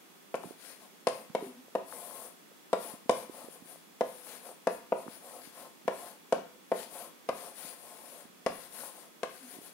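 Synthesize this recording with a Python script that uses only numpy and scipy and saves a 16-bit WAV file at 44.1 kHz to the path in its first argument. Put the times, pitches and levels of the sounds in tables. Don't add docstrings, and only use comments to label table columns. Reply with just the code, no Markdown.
import sys
import numpy as np
from scipy import signal
from scipy.fft import rfft, irfft, next_fast_len
from scipy.io import wavfile
from scipy.ndimage import uniform_filter1d, map_coordinates

SR = 44100
rng = np.random.default_rng(int(sys.argv[2]) if len(sys.argv) > 2 else 0)


def transcribe(signal):
    frames = np.atleast_2d(signal).T
    limited = np.clip(frames, -1, 1)
    pcm = np.round(limited * 32767).astype(np.int16)
    wavfile.write(sys.argv[1], SR, pcm)


N = 429093


def amp(db):
    return 10 ** (np.asarray(db) / 20)


def unit(x):
    return x / np.sqrt(np.mean(x ** 2) + 1e-20)


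def along(points, hz):
    f, v = np.transpose(points)
    return np.interp(np.log(hz + 1), np.log(f + 1), v)


def wobble(knots_per_s):
    knots = rng.standard_normal(int(N * knots_per_s / SR) + 4)
    return map_coordinates(knots, [np.arange(N) * knots_per_s / SR])


def filtered(x, response):
    m = next_fast_len(N + SR // 2)
    return irfft(rfft(x, m) * response(np.fft.rfftfreq(m, 1 / SR)), m)[..., :N]


def coloured(x, spectrum):
    return filtered(x, lambda hz: amp(along(spectrum, hz)))


def struck(x, spectrum):
    cepstrum = irfft(np.log(amp(along(spectrum, np.fft.rfftfreq(2048, 1 / SR)))))
    causal = cepstrum * np.r_[1, 2 * np.ones(1023), 1, np.zeros(1023)]
    return signal.fftconvolve(x, irfft(np.exp(rfft(causal))))[:N]


def echoes(x, rows):
    return filtered(x, lambda hz: 1 + sum(g * np.exp(-2j * np.pi * hz * ms / 1000) for ms, g in rows))


def patchy(x, depth_db):
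    z = signal.stft(x, nperseg=512)[2]
    field = uniform_filter1d(rng.standard_normal(z.shape), size=8, axis=0)
    field = uniform_filter1d(field, size=7, axis=1)
    return signal.istft(z * amp(depth_db * unit(field)), nperseg=512)[1][:N]


def push(hz, turns):
    u = np.arange(SR // 20) / SR * hz
    swing = -np.sin(2 * np.pi * u) * u ** 2 * np.exp(-u / turns)
    return swing / np.abs(swing).max()


# frequency in Hz, relative level in dB per Hz.
MURMUR_SPECTRUM = [(24, -70), (40, -74), (95, -6), (125, -19.5), (162, 3), (344, 0.5), (643, -6.5),
                   (1170, -7.5), (1260, -9.5), (2480, -11), (3520, -14), (4880, -15.5), (15800, -17)]
# frequency in Hz, left over right in dB.
MURMUR_LEAN = [(60, 1), (240, -2.0), (950, 1), (3770, -1.5), (15000, -1)]
# frequency in Hz, mean level in dB before the port gains.
WHINES = [(1276, -80), (3391, -76.5)]


def air():
    lean = lambda hz: amp(along(MURMUR_SPECTRUM, hz) + along(MURMUR_LEAN, hz) * [[.5], [-.5]])
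    murmur = unit(filtered(rng.standard_normal((2, N)) * amp(0.17 * wobble(2.96)), lean))
    murmur_rms_db = -58
    t = np.arange(N) / SR
    whine = sum(amp(db + wobble(11.0)) * np.sin(2 * np.pi * hz * t + wobble(4.9)) for hz, db in WHINES)
    port_gains_db = [[-10], [5]]
    return amp(murmur_rms_db) * murmur + whine * amp(port_gains_db)


# frequency in Hz, t60 in seconds.
TAIL_T60 = [(150, 0.61), (500, .28), (1100, 0.45), (3000, 0.55), (10000, 0.3)]


def room(x, alike_hz):
    out = np.zeros((2, N))
    turn = (np.arange(N) // (SR // 4)) % 4
    for k in range(4):
        hz, t, (common, apart) = signal.stft(rng.standard_normal((2, SR // 2)), SR, nperseg=256)
        apart = apart * (hz / (hz + alike_hz))[:, None]
        decay = amp(-60 * t / along(TAIL_T60, hz)[:, None])
        tail = signal.istft(np.array([common + apart, common - apart]) * decay, SR, nperseg=256)[1]
        heard = np.pad(x * (turn == k), (350, 0))[None]
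        out += signal.fftconvolve(heard, tail / np.linalg.norm(tail[0]), axes=1)[:, :N]
    return out


# frequency in Hz, full loss at the right port in dB.
SHADOW = [(200, 0.5), (700, 1), (1300, 9), (2400, 13), (4400, 25), (8000, 22.5), (15000, 28)]


def shaded(x, share):
    return filtered(x, lambda hz: amp(-share * along(SHADOW, hz)) * np.exp(-2j * np.pi * hz * .0001))


# start in seconds, peak in dB at the nearer port,
# nominal pitch in Hz, left over right in dB.
BUMPS = [(0.4365, -29, 784, 26), (0.4432, -32, 386, -12), (0.4537, -34.5, 190, -12),
         (0.4712, -39, 252, -11), (0.5077, -32.5, 390, -21), (1.2977, -47, 1200, 9), (1.299, -37, 193, -15),
         (1.4248, -30.5, 330, -3.5), (1.464, -39, 247, -1), (1.682, -46, 513, -3), (1.925, -30, 1170, 10),
         (2.1094, -40, 1200, 9), (2.516, -47.5, 445, -3), (2.9368, -35.5, 225, -10), (3.0583, -40, 252, 20),
         (3.2955, -31.5, 343, -13), (3.4424, -40, 252, 12), (3.4846, -33, 445, -17),
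         (3.622, -40.5, 219, -8), (3.6519, -49, 1041, 17), (3.6552, -49, 252, 1), (3.7576, -44, 580, -1),
         (4.5045, -48, 291, -14), (4.5143, -42, 591, 1), (5.064, -35, 333, -13), (5.0794, -30.5, 1041, 21),
         (5.0819, -32.5, 250, -7), (5.4733, -42, 252, -14), (5.853, -40, 219, -11), (7.4615, -41, 904, 10),
         (7.6474, -43, 219, -7), (8.2524, -43, 250, -15), (8.2982, -46, 219, -15), (8.8355, -32.5, 780, 8),
         (9.5366, -46, 291, -7), (9.5508, -43, 386, -16), (9.566, -41, 291, -19), (9.586, -38, 282, -6),
         (9.6148, -44, 386, -19)]


def bumps():
    out = np.zeros((2, N + SR))
    for s, db, hz, lean_db in BUMPS:
        swing = push(hz, turns=0.33)
        port_db = db + np.minimum([[lean_db], [-lean_db]], 0)
        out[:, round(s * SR):][:, :len(swing)] += amp(port_db) * swing
    return out[:, :N]


# centre in seconds, time from peak to 11 dB down in seconds,
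# mean peak in dB, pitch at the centre in Hz, glide in Hz per second.
DRONES = [(1.44, .03, -43, 403, -2500), (1.483, 0.03, -46, 246, -200), (1.582, 0.045, -53, 245, 300),
          (9.439, 0.04, -51.5, 257, 0)]


def drones():
    out = np.zeros(N)
    for s, fall_s, db, hz, glide_hz_per_s in DRONES:
        u = np.arange(N) / SR - s
        level = amp(db - 11 * (u / fall_s) ** 2 + 3 * wobble(60))
        out += level * np.sin(2 * np.pi * (hz + glide_hz_per_s / 2 * u) * u + 1.5 * wobble(40))
    return out


# delay in ms, level in dB.
WALLS = [(3.2, -5.5), (8, -14), (12.5, -27), (20, -25)]


def burst(events, t60):
    starts = np.zeros(N)
    for s, db in events:
        starts[round((s + .0004) * SR)] = amp(db)
    fade = amp(-60 * np.arange(SR // 20) / SR / t60)
    level = echoes(signal.fftconvolve(starts, fade)[:N], [(ms, amp(db)) for ms, db in WALLS])
    return level * rng.standard_normal(N)


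# start in seconds, noise drive in dB before the spectrum.
SPLINTERS = [(0.3525, -25), (1.083, -24), (1.0865, -26), (3.1097, -21.5), (7.3047, -43)]
# frequency in Hz, gain in dB.
SPLINTER_SPECTRUM = [(1500, -3), (3000, -7), (6000, -8), (10000, -5.5), (12500, -15), (16000, -32)]


def splinters():
    return struck(burst(SPLINTERS, t60=0.01), SPLINTER_SPECTRUM)


# delay in ms, gain.
EDGES = [(4.31, 1.17), (6.83, -0.58), (8.84, -0.03), (12.72, -0.36), (15.33, -0.027), (17.91, -0.031),
         (26.01, 0.1), (31.36, -0.03), (37.64, 0.14)]
# frequency in Hz, mean level over the knock in dB, t60 in seconds.
BOARD_MODES = [(205.2, -40.5, 0.61), (377, -24.5, 0.25), (498, -37, 0.74), (664, -11.5, 0.062),
               (880, -20, 0.066), (1074, -32, 0.087)]
# frequency in Hz, gain in dB.
SLAP_SPECTRUM = [(700, -22.5), (1020, 12.5), (1300, -0.5), (2000, -3.5), (2700, -6.5), (4500, -31.5)]
# frequency in Hz, gain in dB.
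CRACK_SPECTRUM = [(1500, 0), (3000, -3), (5500, -4), (7000, -12.5), (10000, -8), (12000, -21), (13000, -52),
                  (16000, -30)]
# start in seconds, knock drive in dB, slap drive over the knock in dB,
# crack drive over the knock in dB, feed to the edge returns in dB. Fixed gains and spectra follow.
TAPS = [(0.3419, -20, -12, -18, -2), (1.0698, -13.5, -17.5, -6, -1.5), (1.3494, -15, -17, -15, -4.5),
        (1.7515, -17, -17, -17, 0), (2.7301, -14.5, -11.5, -10, 0.5), (3.0943, -11, -17.5, -9, -1),
        (4.0087, -13, -18, -17.5, -2), (4.6705, -14, -14.5, -13, 0), (4.9214, -15.5, -16.5, -30, 1),
        (5.8787, -15.5, -14, -15, -1), (6.3241, -14, -15, -9, 2), (6.7166, -16, -17, -19.5, 1),
        (7.2887, -19, -10.5, -10, 0.5), (8.4625, -16, -10.5, -7, 0), (9.2318, -21.5, -9.5, -6.5, -2.5)]


def taps():
    knock, to_edges, ring = np.zeros((3, N + SR))
    t = np.arange(SR // 2) / SR
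    swing, flick = push(hz=604, turns=0.35), push(hz=1085, turns=0.72)
    for s, db, slap_db, _, edge_db in TAPS:
        start = round(s * SR)
        blow = amp(db) * (swing + amp(slap_db - 4.5) * flick)
        knock[start:][:len(blow)] += blow
        to_edges[start:][:len(blow)] += amp(edge_db) * blow
        for hz, level_db, t60 in BOARD_MODES:
            mode = np.sin(2 * np.pi * hz * t) * (1 - np.exp(-t / 0.0019))
            scatter_db = rng.normal(0, 0.67)
            ring[start:][:len(t)] += amp(db + level_db + scatter_db - 60 * t / t60) * mode
    returns = echoes(to_edges[:N], EDGES) - to_edges[:N]
    slaps = [(s, db + slap_db) for s, db, slap_db, *_ in TAPS]
    cracks = [(s, db + crack_db) for s, db, _, crack_db, _ in TAPS]
    slap = amp(11) * struck(burst(slaps, t60=0.023), SLAP_SPECTRUM)
    crack = amp(5) * struck(burst(cracks, t60=0.013), CRACK_SPECTRUM)
    return knock[:N] + returns + ring[:N] + slap + crack


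# start in seconds, length in seconds, base level in dB,
# board rumble over base in dB, scrape over base in dB.
SWEEPS = [(0.406, 0.12, -60.5, 2.0, 0.5), (0.607, 0.14, -56.0, -5.5, 2.0), (0.805, 0.049, -61.5, 5, 3.0),
          (1.12, 0.11, -58, 2, -10), (1.402, 0.086, -58.5, 3.5, -0.5), (1.883, 0.4, -51.5, -1.0, -7),
          (2.792, 0.14, -51.0, 1, -2), (3.13, 0.111, -53, 0, -1.5), (3.32, 0.14, -55.5, 4.5, -2.5),
          (3.51, 0.047, -54, -0.5, -5), (3.664, 0.084, -55, -3.5, -4.5), (4.05, 0.19, -58, -5.5, -3),
          (4.24, 0.14, -51.5, -2, -2), (4.427, 0.084, -53.5, 3.0, -4.0), (4.712, 0.048, -51.5, 0.5, -7),
          (4.97, 0.066, -57, 5, -1.0), (5.093, 0.078, -54, -5, -0.5), (5.226, 0.18, -56, 4, -3),
          (5.418, 0.072, -54.5, -7, 0.0), (5.537, 0.13, -57, 4.5, -0.5), (5.93, 0.19, -54.5, 1.5, -1.5),
          (6.756, 0.084, -49, 0, 2), (6.914, 0.15, -50.5, 2.0, -4), (7.342, 0.16, -52.5, 2.5, -2.0),
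          (7.561, 0.18, -50.5, -6, -2.0), (7.777, 0.26, -58, 2, -3.5), (8.031, 0.2, -56.5, -1.5, -3.5),
          (8.509, 0.17, -55.5, -3.5, -1), (8.725, 0.17, -49, -3, -4.5), (8.922, 0.13, -58.5, 1.5, -3.0),
          (9.298, 0.27, -59.5, -7, 0), (9.488, 0.094, -54, -5.5, -4), (9.631, 0.049, -51, -5.5, -4.0)]
SPEED_UP_S, SLOW_DOWN_S = 0.016, 0.017
RUMBLE_LAG_S = 0.011


def sweeps():
    t = np.arange(N) / SR - np.array([[0], [RUMBLE_LAG_S], [0]])
    power = np.zeros((3, N))
    for s, length_s, db, rumble_db, scrape_db in SWEEPS:
        near = slice(max(round((s - .2) * SR), 0), round((s + length_s + .3) * SR))
        u = t[:, near] - s
        gather = (1 + np.tanh(u / SPEED_UP_S / 2)) / 2
        slow = (1 - np.tanh((u - length_s) / SLOW_DOWN_S / 2)) / 2
        level = amp([[db], [db + rumble_db], [db + scrape_db]])
        power[:, near] += (gather * slow * level) ** 2
    return np.sqrt(power)


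# centre in Hz, width in Hz, relative gain in dB.
RUBBED_MODES = [(227, 24, -1), (516, 90, 0.5), (708, 57, 1), (859, 45, -1.5), (1058, 63, -1),
                (1313, 64, -7)]


def board_response(f):
    wood = 0
    for k, (centre, width, db) in enumerate(RUBBED_MODES):
        resonance = 1j * f * width / (centre * centre - f * f + 1j * f * width)
        wood = wood + (-1) ** k * amp(db) * resonance
    return wood * f / (f + 400) / (1 + (f / 1500) ** 4)


# frequency in Hz, relative level in dB per Hz.
HISS_SPECTRUM = [(5000, -12.5), (7600, -7), (8600, 0), (10200, 4.5), (11500, -1.5), (13000, -3.5),
                 (15800, -7.5)]
# frequency in Hz, relative level in dB per Hz.
SCRAPE_SPECTRUM = [(600, -70), (1400, 8), (3000, 3), (4800, 5.5), (6000, -0.5), (7500, 3), (9000, -71)]


def strokes():
    hiss, rumble, scrape = sweeps()
    flutter_db = 0.32 * wobble(40) + [0.32 * wobble(500), 2.0 * wobble(120), 2.3 * wobble(200)]
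    dust_grit, board_grit, tip_grit = rng.standard_normal((3, N)) * amp(flutter_db)
    board = filtered(board_grit, board_response)
    dust = coloured(patchy(dust_grit, depth_db=2.5), HISS_SPECTRUM)
    tip = coloured(patchy(tip_grit, depth_db=1.6), SCRAPE_SPECTRUM)
    return hiss * unit(dust) * amp(5.5) + rumble * unit(board) + scrape * unit(tip)


def scene():
    chalk = drones() + splinters() + taps() + strokes()
    wet = amp(-6.5) * room(chalk, alike_hz=450)
    left = chalk + wet[0]
    right = shaded(chalk, share=1) + shaded(wet[1], share=0.51)
    return np.array([left, right]) + bumps() + air()


def record(dry):
    top_hz = 15780
    return filtered(dry, lambda hz: ((1j * hz / (1j * hz + 110)) ** 2 + amp(-12.5)) * (hz < top_hz))


dry = scene()
out = record(dry)
transcribe(out)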